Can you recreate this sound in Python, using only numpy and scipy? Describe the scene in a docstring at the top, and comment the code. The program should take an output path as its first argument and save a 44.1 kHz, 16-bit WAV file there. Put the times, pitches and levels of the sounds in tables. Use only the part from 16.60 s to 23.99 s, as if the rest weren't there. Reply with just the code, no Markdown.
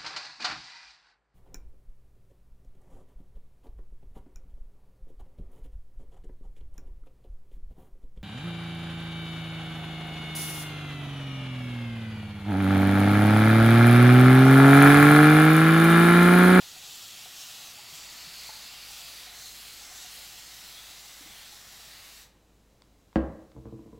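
"""A continuous-mist bottle sprays water onto hair in one long hiss: shaped noise, combed by reflections and moved about.
A brief whistle of narrow noise rides on it; water plops and dull bumps are ringing sines, cap ticks ring plastic modes.
The mist dies away, the bottle knocks onto a wooden table and wobbles there, its taps and rolling exciting table modes.
Behind it lies a small quiet room: coloured noise for the air and a low, wavering hum. One microphone hears it all."""
import sys
import numpy as np
from scipy import signal
from scipy.fft import rfft, irfft, next_fast_len
from scipy.io import wavfile
from scipy.ndimage import map_coordinates

SR = 44100
rng = np.random.default_rng(int(sys.argv[2]) if len(sys.argv) > 2 else 0)


def unload_wav(signal):
    """Save mono or channel-first audio to the path in sys.argv[1] as 16-bit WAV at rate SR, clipped to [-1, 1]."""
    wavfile.write(
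        sys.argv[1],
        SR,
        np.round(np.clip(np.atleast_2d(signal).T, -1, 1) * 32767).astype(np.int16),
    )


N = 325899

# The mist swells and fades as the nozzle turns, levels before trim:
# t/s, hiss level/dB, bright edge level/dB, fine spray level/dB
MIST_LEVELS = [(0.03, -48, -52.5, -54.5), (0.09, -49, -51, -54), (0.18, -49.5, -51.5, -55),
               (0.32, -47, -49, -51.5), (0.43, -48, -50.5, -53), (0.62, -48, -51, -52.5),
               (0.73, -49.5, -52, -54), (0.82, -46.5, -46.5, -51), (0.85, -47.5, -49, -51),
               (1.27, -50.5, -53.5, -56), (1.35, -48.5, -48.5, -51.5), (1.42, -48.5, -49.5, -54.5),
               (1.74, -46.5, -53, -53.5), (1.84, -45.5, -49, -51), (1.87, -47.5, -49.5, -52),
               (2.06, -47.5, -53, -54.5), (2.2, -47.5, -55, -55), (2.31, -47.5, -50, -51.5),
               (2.63, -48, -52.5, -52.5), (2.68, -48.5, -54, -57), (2.73, -51.5, -54, -55),
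               (2.77, -50.5, -50, -53.5), (2.87, -48.5, -48.5, -52), (2.93, -50.5, -50.5, -53),
               (2.98, -48, -52.5, -51.5), (3.29, -51.5, -51.5, -55), (3.37, -48.5, -47.5, -52.5),
               (3.5, -48.5, -50.5, -53.5), (3.53, -48, -52, -50.5), (3.86, -51.5, -51.5, -55),
               (4.09, -50, -54, -54), (4.51, -52.5, -53.5, -56.5), (4.81, -51, -56, -55.5),
               (5.06, -55, -54.5, -57.5), (5.33, -51.5, -56.5, -56.5), (5.6, -55, -56, -57.5)]
# Low rush on the hair, before trim: t/s, level/dB
RUSH_LEVELS = [(0.03, -54.5), (0.06, -57), (0.68, -56.5), (0.85, -55.5), (1.27, -56.5), (1.3, -55.5),
               (1.91, -53), (2.18, -55), (2.62, -54), (2.9, -57.5), (3.01, -55.5), (3.19, -56),
               (3.55, -55.5), (3.95, -57.5), (4.14, -55.5), (4.39, -58.5), (4.78, -56.5), (5.03, -58),
               (5.35, -56.5), (5.6, -60)]
# Colour of the jet: f/Hz, relative density/(dB per Hz)
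JET_COLOUR = [(150, -35), (450, -19.5), (600, -11), (745, -8), (930, -9.5), (1350, -5.5), (1600, -7),
              (1900, -5.5), (3000, -4), (3900, -2), (4600, -2), (5600, -4.5), (7900, -6), (8300, -11),
              (15800, -13)]
# The hollow of hand and hair round the nozzle favours one band, before the strokes act on it:
# t/s, centre f/Hz, level relative to the hiss/dB
FAVOURED_BAND = [(0, 3300, -18), (.55, 3050, -8), (1.0, 3400, -30), (1.2, 4400, -12), (1.45, 4450, -7),
                 (1.8, 4480, -3), (2.2, 4500, -7), (2.6, 4300, -24), (2.85, 4150, 1), (3.1, 3900, -18),
                 (3.4, 4200, -19), (3.9, 3800, -24), (4.17, 3620, -28), (4.4, 3850, -16), (4.8, 3550, -9),
                 (5.6, 3700, -26)]
# Detour of the hiss by way of the hand, before sway: t/s, delay/ms
HAND_DETOUR = [(0, 0.32), (.6, 0.27), (1.3, 0.45), (2.3, 0.41), (3.4, 0.47), (5.6, 0.5)]
# The jet briefly whistles past the fingers: t/s, f/Hz, level/dB
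WHISTLE_GLIDE = [(4.03, 3180, -85), (4.1, 3280, -60), (4.18, 3370, -54.5), (4.26, 3780, -70),
                 (4.34, 3970, -64), (4.44, 3950, -85)]
# Water plopping in the bottle: t/s, peak level of the ring/dB, f/Hz
WATER_PLOPS = [(.16, -52, 747), (.658, -47.5, 745), (1.188, -49, 844), (1.892, -40.5, 865),
               (2.305, -51, 770), (2.669, -49, 740), (3.21, -50, 829), (3.315, -48, 740), (3.447, -47, 730)]
# Soft bumps of the hand on the bottle: t/s, peak level of the ring/dB, f/Hz
HAND_BUMPS = [(1.327, -51, 157), (1.669, -51.5, 163), (4.609, -49, 290), (4.66, -51.5, 305)]
# Light ticks of the cap as the bottle is handled: t/s, force level/dB, contact softness f/Hz
CAP_TICKS = [(6.2207, -38.5, 10000), (6.529, -35, 1790), (6.918, -41.5, 3000)]
# Modes of the plastic cap: f/Hz, level per unit force/dB, t60/s
CAP_MODES = [(960, -11, 0.0089), (2160, -16, 0.013), (3450, -12, .01), (4800, -5, 0.0039),
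             (8600, -14, 0.0032)]
# The bottle lands on its base: t/s, force level/dB, contact softness f/Hz
BASE_KNOCK = [(6.5577, -4.5, 3900), (6.5702, -16, 2400)]
# It rocks from side to side, its rim tapping as it swings: t/s, force level/dB, contact softness f/Hz
RIM_TAPS = [(6.95, -11, 500), (6.964, -2.5, 1100), (7.055, -2, 1790), (7.124, -2.5, 750),
            (7.191, -7.5, 1300), (7.234, -13, 700), (7.26, -5, 700), (7.329, -5, 850), (7.376, -13, 900)]
# Modes of table and bottle: f/Hz, level under the base/dB, mean level under the rim/dB, t60/s
TABLE_MODES = [(67.3, -21.5, -50, 0.46), (129.7, -27, -42, 0.2), (179, -21, -64, 0.13),
               (219.3, -10, -43.5, 0.13), (265.5, -14.5, -51, 0.13), (305, -18, -51, 0.14),
               (320, -16, -42, 0.2), (445, -31, -56, 0.092), (441.3, -26, -45, 0.18),
               (510, -20.5, -56, 0.086), (534, -16.5, -60, 0.093), (603, -30, -59, 0.21),
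               (690, -47, -52, .05), (742, -28, -83, 0.1), (800, -41, -64, 0.056), (860, -38, -58, 0.056),
               (987, -30, -51, 0.065), (1056, -37, -69, 0.055), (1360, -41, -80, 0.034),
               (1470, -43, -71, 0.034), (1610, -49, -95, 0.67), (1620, -30, -76, 0.064),
               (1910, -39, -82, 0.13), (2650, -36, -82, 0.025), (2900, -40, -82, 0.05),
               (4470, -35, -85, .012)]
# Colour of the quiet room air: f/Hz, relative density/(dB per Hz)
AIR_COLOUR = [(20, -2.5), (50, -2.5), (100, 0.5), (170, -1.5), (300, -4.5), (500, -7.5), (1000, -14.5),
              (1700, -19.5), (3000, -20), (3900, -22), (7900, -23), (8300, -27), (15800, -29.5)]
# The room's ring: f/Hz, t60/s
ROOM_DECAY = [(60, 0.84), (250, 0.51), (600, 0.72), (1800, 0.59), (4000, 0.28), (12000, 0.065)]

VALVE_SHUTS_S, RUN_OUT_DB_PER_S = 5.628, 280
# strokes along the hair; at the top of each the favoured band is stronger and lower
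STROKES_START_S, STROKE_TOP_S, STROKE_PERIOD_S = 4.0, 4.17, .595
STROKE_FOCUS_DB, STROKE_DIP_HZ = 5, 250
NECK_DETOUR_RATIO = 2.015  # the way round by the neck is this much longer
# the faintest plops come thick and fast while the water is drawn up
GURGLES_PER_S, GURGLE_DB, GURGLE_HZ = 45, -61, (727, 748, 825)
# every tap of the rim is followed by a softer rebound
REBOUND_S, REBOUND_LOSS_DB, REBOUND_SOFT_HZ = 0.01732, 2.5, 580
ROLL_STARTS_S = 6.95
BENDING_HZ = 503  # bending waves in the board: the lows arrive a little after the highs
AIR_DB = -63.5
HUM_HZ, HUM_DB, HUM_STARTS_S = 52.2, -66.5, 1.32
PEAK_CEILING, CUTOFF_HZ = 0.23, 15800


def mist(hiss_trim_db=-0.58, bright_trim_db=-0.6, rush_trim_db=-1.5, fine_trim_db=0.3, flutter_db=0.43):
    """Turbulence at the nozzle: a hiss with a bright edge, a lower rush on the hair, the sizzle of the finest drops."""
    t = np.arange(N) / SR
    hiss_db, bright_db, fine_db = in_time(MIST_LEVELS)
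    rush_db, = in_time(RUSH_LEVELS)

    rush = filtered(noise(JET_COLOUR), 2500, "low", order=8)
    rush = rush / np.std(filtered(rush, 900, "high", order=6))  # level counted above 900 Hz
    hiss = favoured(rms_one(filtered(noise(JET_COLOUR), [2500, 5200], "band", order=5)))
    bright = rms_one(filtered(noise(JET_COLOUR), [5200, 8200], "band", order=5))
    fine = filtered(noise(JET_COLOUR), 8200, "high", order=10)
    fine = fine / np.std(filtered(fine, CUTOFF_HZ, "low", order=8))  # level counted below the cutoff

    spray = from_db(rush_db + rush_trim_db) * rush
    spray = spray + from_db(hiss_db + hiss_trim_db) * hiss
    spray = spray + from_db(bright_db + bright_trim_db) * bright
    spray = spray + from_db(fine_db + fine_trim_db) * fine
    # the flow flutters a little, and runs out once the valve shuts
    run_out_db = RUN_OUT_DB_PER_S * np.maximum(t - VALVE_SHUTS_S, 0)
    return from_db(flutter_db * drift(70) - run_out_db) * spray


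def favoured(hiss, width_hz=380):
    """The hollow round the nozzle adds a band of noise to the hiss, sliding as the bottle moves."""
    t = np.arange(N) / SR
    centre_hz, strength_db = in_time(FAVOURED_BAND)
    height = np.cos(2 * np.pi * (t - STROKE_TOP_S) / STROKE_PERIOD_S) * (t > STROKES_START_S)
    band = noise_band(centre_hz - STROKE_DIP_HZ * height, width_hz)
    share = from_db(strength_db + STROKE_FOCUS_DB * height)
    return (hiss + share * band) / np.sqrt(1 + share ** 2)


def patchy(x, depth_db=1.08, patch_width_hz=260, patch_s=.09, size=512):
    """Narrow bands of a hiss swell and fade by chance."""
    hz, s, cells = signal.stft(x, SR, nperseg=size)
    place = np.meshgrid(hz / patch_width_hz, s / patch_s, indexing="ij")
    chance = rng.standard_normal((200, 200))
    swell_db = depth_db * map_coordinates(chance, place, order=3, mode="mirror")
    return signal.istft(cells * rms_one(from_db(swell_db)), SR, nperseg=size)[1][:N]


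def glanced(x, hand_db=-19, neck_db=-21, sway_ms=0.048):
    """Reflections off hand and neck comb the hiss; their paths change as the arm moves, so it swishes."""
    n, out = np.arange(N), x
    gains = from_db([hand_db, neck_db])
    hand_ms, = in_time(HAND_DETOUR)
    for delay_ms, gain in zip([hand_ms, NECK_DETOUR_RATIO * hand_ms], gains):
        lag = (delay_ms + sway_ms * drift(5)) * SR / 1000  # in samples
        out = out + gain * map_coordinates(x, [n - lag], order=3)
    return out / np.sqrt(1 + np.sum(gains ** 2))


def whistle(width_hz=110):
    """The jet past the fingers: a narrow band of noise that glides upwards, then eases down at the end."""
    hz, db = in_time(WHISTLE_GLIDE)
    return from_db(db) * noise_band(hz, width_hz)


def handling(room_db=-16):
    """Plops, bumps and ticks of the bottle in the hand, with a little of the room."""
    direct = plops() + gurgles() + bumps() + ticks()
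    return direct + from_db(room_db) * room(direct)


def plops(t60=0.08, splash_db=7):
    """Water plops: each a decaying sine with a little splash of noise."""
    total = 0
    for s, db, hz in WATER_PLOPS:
        splash = crack(s, db + splash_db, t60=.09, low_hz=700, high_hz=850)
        total = total + ring(click(s, db), hz, t60) + splash
    return total


def gurgles(t60=0.074, spread_db=2):
    """Faint chance plops for as long as the bottle sprays, each a decaying sine."""
    spraying = np.arange(N) / SR < VALVE_SHUTS_S
    chance = GURGLES_PER_S / len(GURGLE_HZ) / SR  # per sample and pitch
    total = 0
    for hz in GURGLE_HZ:
        drops = (rng.random(N) < chance) * spraying
        total = total + ring(drops * from_db(GURGLE_DB + spread_db * drift(26)), hz, t60)
    return total


def bumps(t60=0.089):
    """Dull bumps of the hand: the bottle rings as a short low sine."""
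    return sum(ring(click(s, db), hz, t60) for s, db, hz in HAND_BUMPS)


def ticks():
    """Light touches set the modes of the plastic cap ringing, with alternating sign."""
    touches = contacts(CAP_TICKS)
    return sum((-1) ** k * ring(from_db(db) * touches, hz, t60) for k, (hz, db, t60) in enumerate(CAP_MODES))


def table(room_db=-13, room_low_hz=260, board_low_hz=50):
    """The base lands on the wood, then the rim rolls and taps; the board spreads the sound in time."""
    wood = filtered(dispersed(table_modes()), board_low_hz, "high", order=4)
    direct = wood + knock_noise() + filtered(tap_noise(), 1700, "low")
    # a board radiates its lowest modes poorly into the room
    return direct + from_db(room_db) * room(filtered(direct, room_low_hz, "high", order=1))


def table_modes(rolling_db=-47, rim_spread_db=4):
    """Base and rim shake the same modes; the balance under the rim shifts from spot to spot."""
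    blow = contacts(BASE_KNOCK)
    rolling = np.arange(N) / SR > ROLL_STARTS_S
    rumble = rolling * filtered(rng.standard_normal(N), 410, "low")
    rim = contacts(wobble()) + from_db(rolling_db) * rumble
    total = 0
    for hz, base_db, rim_db, t60 in TABLE_MODES:
        rim_gain = from_db(rim_db + rim_spread_db * drift(14))
        total = total + ring(from_db(base_db) * blow + rim_gain * rim, hz, t60)
    return total


def wobble():
    """Touches of the rim, each tap with its rebound: t/s, force level/dB, contact softness f/Hz."""
    rebounds = [(s + REBOUND_S, db - REBOUND_LOSS_DB, REBOUND_SOFT_HZ) for s, db, _ in RIM_TAPS]
    return list(RIM_TAPS) + rebounds


def knock_noise():
    """Many weaker, crowded modes of the knock blur into a snap, a thud and a short woody rattle."""
    s = BASE_KNOCK[0][0]
    snap = crack(s, db=-30.0, t60=0.069, low_hz=700, high_hz=2620)
    thud = crack(s, db=-12.5, t60=0.12, low_hz=304, high_hz=740)
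    rattle = crack(s, db=-15.5, t60=0.55, low_hz=100, high_hz=475)
    return snap + filtered(thud + rattle, 1900, "low", order=4)


def tap_noise(tap_db=-32):
    """Crowded modes blur under each rim tap too, swelling softly."""
    return sum(crack(s, db + tap_db, t60=0.22, low_hz=120, high_hz=soft_hz / 3, attack_s=0.0091)
               for s, db, soft_hz in wobble())


def dispersed(x, order=5):
    """Allpasses hold the lows back, as a board does."""
    a = -np.exp(-2 * np.pi * BENDING_HZ / SR)
    return signal.sosfilt([[a, 1, 0, 1, a, 0]] * order, x + 1e-18)


def room(x, first_echo_s=0.0037):
    """Diffuse reflections of unit energy that die at their own rate in each band, fastest in the top treble."""
    t, tail = np.arange(SR) / SR, 0
    edges = np.geomspace(40, 16000, 10)
    for low, high in zip(edges, edges[1:]):
        band = filtered(rng.standard_normal(SR), [low, high], "band")
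        t60 = at_hz(ROOM_DECAY, np.sqrt(low * high))
        tail = tail + band * np.exp(-np.log(1000) * t / t60)
    tail = tail * np.clip(t / first_echo_s - 1, 0, 1)  # silent up to the first echo, then fading in
    return signal.fftconvolve(x, tail / np.sqrt(np.sum(tail ** 2)))[:N]


def moving_room(x, count=10):
    """The reflections keep changing while their source moves: crossfades between different rooms' tails."""
    place = np.linspace(0, count, N)
    return sum(room(x * np.sqrt(np.clip(1 - np.abs(place - k), 0, 1))) for k in range(count + 1))


def background(waver_db=0.5):
    """Room air as coloured noise, and a low wavering sine hum that sets in during the spraying."""
    t = np.arange(N) / SR
    running = np.clip((t - HUM_STARTS_S) / .1, 0, 1)
    hum = np.sqrt(2) * np.sin(2 * np.pi * HUM_HZ * t + .3 * drift(3.8))
    hum_gain = from_db(HUM_DB + waver_db * drift(3.7))
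    return from_db(AIR_DB) * noise(AIR_COLOUR) + hum_gain * running * hum


def from_db(db):
    """Decibels to gain."""
    return 10 ** (np.asarray(db) / 20)


def rms_one(x):
    """Scale to unit rms."""
    return x / np.sqrt(np.mean(x ** 2) + 1e-20)


def in_time(rows):
    """Each column of a curve, sample by sample."""
    s, *columns = np.transpose(rows)
    return [np.interp(np.arange(N) / SR, s, c) for c in columns]


def at_hz(points, hz):
    """Read a table on a log-frequency axis."""
    f, value = np.transpose(points)
    return np.interp(np.log(np.maximum(hz, 1)), np.log(f), value)


def filtered(x, hz, kind, order=2):
    """Causal Butterworth filter."""
    sections = signal.butter(order, np.clip(hz, 10, .45 * SR), kind, fs=SR, output="sos")
    return signal.sosfilt(sections, x + 1e-18)


def noise(spectrum):
    """Noise of a given colour, rms 1."""
    size = next_fast_len(N)
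    hz = np.arange(size // 2 + 1) * SR / size
    white = rfft(rng.standard_normal(size))
    return rms_one(irfft(white * from_db(at_hz(spectrum, hz)), size)[:N])


def noise_band(centre_hz, width_hz):
    """Low noise shifted up onto a gliding carrier, rms 1."""
    carrier = np.cos(2 * np.pi * np.cumsum(centre_hz) / SR)
    return rms_one(filtered(rng.standard_normal(N), width_hz, "low") * carrier)


def drift(rate):
    """Slow chance with a spread near 1: straight lines between random points, rate points per second."""
    return np.interp(np.arange(N) / SR * rate, np.arange(4000), rng.standard_normal(4000))


def click(s, db):
    """One impulse."""
    return from_db(db) * (np.arange(N) == round(s * SR))


def contacts(rows):
    """Force of a row of touches; a soft touch lacks the highs."""
    return sum(filtered(click(s, db), soft_hz, "low") for s, db, soft_hz in rows)


def ring(force, hz, t60):
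    """A resonator: a unit click sets a decaying sine of height 1 ringing."""
    r, w = from_db(-60 / (t60 * SR)), 2 * np.pi * hz / SR
    return signal.lfilter([0, np.sin(w)], [1, -2 * r * np.cos(w), r * r], force + 1e-18)


def crack(s, db, t60, low_hz, high_hz, attack_s=0):
    """Brief noise of a contact, level set before filtering; a soft meeting takes a moment to swell."""
    age = np.arange(N) / SR - s
    swell = np.clip(age / (attack_s + 1 / SR), 0, 1)
    decay = np.exp(-np.log(1000) * np.clip(age / t60, 0, 10))
    burst = rng.standard_normal(N) * swell * decay
    return from_db(db) * filtered(filtered(burst, high_hz, "low"), low_hz, "high")


def scene(mist_room_db=-10):
    """One microphone: both channels carry the same sound."""
    spray = glanced(patchy(mist())) + whistle()
    spray = spray + from_db(mist_room_db) * moving_room(spray)
    return np.tile(spray + handling() + table() + background(), (2, 1))


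def record(dry):
    """The loudest peaks are rounded off, and the top is cut steeply."""
    rounded = dry / (1 + (dry / PEAK_CEILING) ** 4) ** .25
    return signal.sosfilt(signal.ellip(12, .1, 80, CUTOFF_HZ, fs=SR, output="sos"), rounded)


dry = scene()
out = record(dry)
unload_wav(out)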